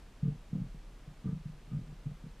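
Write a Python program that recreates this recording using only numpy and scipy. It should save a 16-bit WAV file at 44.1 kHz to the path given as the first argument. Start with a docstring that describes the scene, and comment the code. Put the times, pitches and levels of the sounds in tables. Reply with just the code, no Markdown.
"""In a small room, potatoes are pressed down onto a stack on a wooden table.
Each press is a cluster of soft contacts: short pushes excite the damped modes of the table top.
Skin rubs faintly on skin: enveloped noise through the table, a wavering creak and a resonant scrape.
Under it lie a low building rumble of wavering tones, a faint hum of steady sines and
the microphone's hiss, coloured noise that widens toward the treble."""
import sys
import numpy as np
from scipy import signal
from scipy.fft import rfft, irfft
from scipy.io import wavfile

SR = 44100
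rng = np.random.default_rng(int(sys.argv[2]) if len(sys.argv) > 2 else 0)


def pcm_store(signal):
    """Save signal as 16-bit PCM."""
    levels = np.round(np.clip(np.atleast_2d(signal), -1, 1) * 32767)
    wavfile.write(sys.argv[1], SR, levels.astype(np.int16).T)


N = 105840  # length in samples

# Wavering drones of the building: [f/Hz, rms wander/Hz, rms level before the swell/dB]
RUMBLE_DRONES = [(26.5, 2.03, -56.5), (39, 1.5, -53.5)]
# Slow swell of the rumble: [t/s, level/dB]
RUMBLE_SWELL = [(0, -4), (.2, -3), (.3, 4), (.48, -3), (.68, 6.5), (.82, 3), (1.15, -2.5), (1.35, 1.5),
                (1.65, -2), (1.88, 2.5), (2.4, -1.5)]
# Steady hum and thin electrical whine: [f/Hz, rms level/dB]
HUM_TONES = [(120, -69.5), (447, -94.5), (1204, -86), (14566, -101)]
# Relative spectrum of room tone and hiss: [f/Hz, level/dB]
HISS_SPECTRUM = [(25, -8.5), (60, -7), (100, -15), (150, -13), (200, -15), (335, -20), (608, -23.5),
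                 (800, -25.5), (1150, -27.5), (2000, -31), (2700, -32), (5000, -38), (8000, -42),
                 (11000, -47), (13000, -50.5), (14700, -54)]
# Stereo width of the hiss: [f/Hz, side minus mid level/dB]
HISS_WIDTH = [(125, -50), (350, -27.5), (700, -19.5), (1400, -16), (2800, -11.5), (5600, -8), (10000, -7.5),
              (13500, -14)]
# Rubs of skin on skin: [t/s, length/s, shudder level/dB, creak level/dB, scrape level/dB]
SKIN_RUBS = [(0.218, 0.1, -44.5, -56, -70.5), (0.502, 0.11, -40.5, -64, -74),
             (1.214, 0.14, -45.5, -63.5, -63), (1.67, .14, -50, -75, -67.5), (1.798, 0.19, -55, -88, -83),
             (2.049, 0.11, -51.5, -72, -79), (2.225, 0.088, -50.5, -80, -80)]
# Resonances of the scrape: [f/Hz, width/Hz, relative level/dB]
SCRAPE_RESONANCES = [(580, 69, -7), (995, 31, -2.5), (1216, 95, 5.5), (1510, 200, -2.5)]
# Soft contacts, one cluster per press: [t/s, relative level/dB, contact length/ms]
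SOFT_CONTACTS = [(0.227, 3.2, 5.73), (0.2503, -13, 2.2), (0.255, -6, 3.5), (0.2781, -1.9, 2.84),
                 (0.286, -12.5, 1.63), (0.3184, -9, 4.2), (0.3524, -17, 5.3), (0.5283, -3.5, 3.3),
                 (0.5542, -6, 2.56), (0.582, -13.5, 2.7), (0.5976, -7.5, 4), (0.6136, -5.5, 3.9),
                 (0.6386, -13, 3.4), (0.6616, -15, 4.1), (0.744, -19.5, 2.3), (1.0725, -11, 6.8),
                 (1.1063, -23, 6.3), (1.2409, -13.5, 3.6), (1.2552, -5, 2.6), (1.265, -2.5, 3.08),
                 (1.2873, -4.5, 2.97), (1.316, -12.7, 3.3), (1.326, -3.5, 4.3), (1.3598, -18, 4),
                 (1.3713, -15.5, 4), (1.4537, -6, 5.7), (1.4932, -13, 5.7), (1.5469, -25, 4.2),
                 (1.6745, -26.5, 2.6), (1.7136, -12.5, 3.5), (1.73, -7.5, 3.4), (1.7436, -5.5, 4.1),
                 (1.7629, -5, 5.94), (1.788, -9.5, 3), (1.8111, -10.5, 4.2), (1.8885, -19.5, 3.8),
                 (1.9236, -20.5, 3.9), (1.989, -28.5, 3.1), (2.0556, -7.1, 5.56), (2.0645, -8, 3.3),
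                 (2.0889, -23, 3.4), (2.1109, -11.8, 5.2), (2.2378, -15.5, 3.25), (2.263, -20.5, 3.8)]
# Modes of the loaded table top: [f/Hz, relative level/dB, 60 dB decay time/s]
TABLE_MODES = [(143.4, -11.5, 0.14), (151.9, 4, 0.149), (179.1, -1.0, 0.13), (187, -14.5, 0.09),
               (227.4, -8.5, 0.13), (281, -25.5, 0.2), (443, -12.5, 0.16)]

HISS_DB = -64.5  # rms of the mid hiss above 500 Hz
CREAK_HZ, CREAK_WANDER_HZ = 453, 8.1
THUMP_DB, BASS_CUT_HZ = -27, 110
ROOM_T60_S, ROOM_DB, ROOM_DELAY_S = 0.3, -21.5, 0.012
TOP_HZ = 14900


def undb(db):
    """Level: an amplitude ratio is ten to the power of dB / 20."""
    return 10 ** (np.asarray(db) / 20)


def unit(x):
    """Normalisation: divide by the root mean square, giving rms 1."""
    return x / np.sqrt(np.mean(x ** 2))


def bin_frequencies():
    """Discrete spectrum: frequencies of its bins in Hz, held at 1 Hz or more."""
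    return np.maximum(np.arange(N // 2 + 1) * SR / N, 1)


def colour(x, points):
    """Spectral shaping: weight x by (Hz, dB) points joined on a log-frequency axis."""
    hz, db = np.array(points).T
    level = np.interp(np.log(bin_frequencies()), np.log(hz), db)
    return irfft(rfft(x) * undb(level), N)


def band_noise(hz, width):
    """Resonance: noise through one steep-sided peak, rms 1."""
    f = bin_frequencies()
    detuning = (f - hz * hz / f) / (2 * width)
    spectrum = rfft(rng.standard_normal(N)) / (1 + detuning ** 2) ** 2
    return unit(irfft(spectrum, N))


def swell(start, length):
    """Envelope: a smooth sine-squared rise and fall of height 1."""
    progress = np.clip((np.arange(N) / SR - start) / length, 0, 1)
    return np.sin(np.pi * progress) ** 2


def waver(hz, wander_hz):
    """Frequency modulation: a tone of rms 1 whose pitch wanders at random."""
    drift = band_noise(2 * wander_hz, wander_hz)
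    cycles = np.cumsum(hz + wander_hz * drift) / SR
    return np.sqrt(2) * np.sin(2 * np.pi * (cycles + rng.random()))


def rumble():
    """Superposition: low wavering drones share one slow swell."""
    drones = sum(undb(db) * waver(hz, wander) for hz, wander, db in RUMBLE_DRONES)
    swell_t, swell_db = np.array(RUMBLE_SWELL).T
    return drones * undb(np.interp(np.arange(N) / SR, swell_t, swell_db))


def hum():
    """Superposition: steady sines of random phase add."""
    t = np.arange(N) / SR
    return sum(undb(db) * np.sqrt(2) * np.sin(2 * np.pi * (hz * t + rng.random()))
               for hz, db in HUM_TONES)


def hiss():
    """Decorrelation: an independent side noise, stronger in the treble, widens the mid noise."""
    mid = colour(rng.standard_normal(N), HISS_SPECTRUM)
    side = colour(colour(rng.standard_normal(N), HISS_SPECTRUM), HISS_WIDTH)
    treble = signal.sosfilt(signal.butter(4, 500, "high", fs=SR, output="sos"), mid)
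    left_right = mid + side * np.array([[1], [-1]])
    return left_right * undb(HISS_DB) / treble.std()


def background():
    """Superposition: rumble and hum in the middle lie under the stereo hiss."""
    return rumble() + hum() + hiss()


def table(force):
    """Modal response: force rings the damped table modes, which radiate little deep bass."""
    t = np.arange(SR // 2) / SR
    ring = sum(undb(db - 60 * t / t60) * np.sin(2 * np.pi * hz * t) for hz, db, t60 in TABLE_MODES)
    bass_cut = signal.butter(3, BASS_CUT_HZ, "high", fs=SR, output="sos")
    return signal.sosfilt(bass_cut, signal.fftconvolve(force, ring)[:N])


def rubs():
    """Friction: rubbing makes the table shudder and ring with a wavering creak, and the skins scrape faintly."""
    shudder = unit(table(rng.standard_normal(N)))
    creak = waver(CREAK_HZ, CREAK_WANDER_HZ)
    scrape = unit(sum(undb(db) * band_noise(hz, width) for hz, width, db in SCRAPE_RESONANCES))
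    total = np.zeros(N)
    for start, length, shudder_db, creak_db, scrape_db in SKIN_RUBS:
        friction = undb(shudder_db) * shudder + undb(creak_db) * creak + undb(scrape_db) * scrape
        total += swell(start, length) * friction
    return total


def thumps():
    """Impulse: each contact is a short soft push; at equal impulse, longer pushes sound duller."""
    force = np.zeros(N)
    for start, db, ms in SOFT_CONTACTS:
        push = swell(start, ms / 1000)
        force += undb(db) * push / push.sum()
    return undb(THUMP_DB) * table(force)


def room(x):
    """Reverberation: the walls add a short diffuse tail that decays exponentially."""
    t = np.arange(SR) / SR
    decay = np.exp(-np.log(1000) * t / ROOM_T60_S) * (t > ROOM_DELAY_S)
    tail = rng.standard_normal(SR) * decay
    return x + undb(ROOM_DB) * signal.fftconvolve(x, tail / np.linalg.norm(tail))[:N]


def scene():
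    """Superposition: rubs and thumps in the room lie over the background."""
    return background() + room(rubs() + thumps())


def record(dry):
    """Band limiting: the recorder's steep low-pass cuts the top."""
    return signal.sosfilt(signal.ellip(10, 0.2, 70, TOP_HZ, fs=SR, output="sos"), dry)


dry = scene()
out = record(dry)
pcm_store(out)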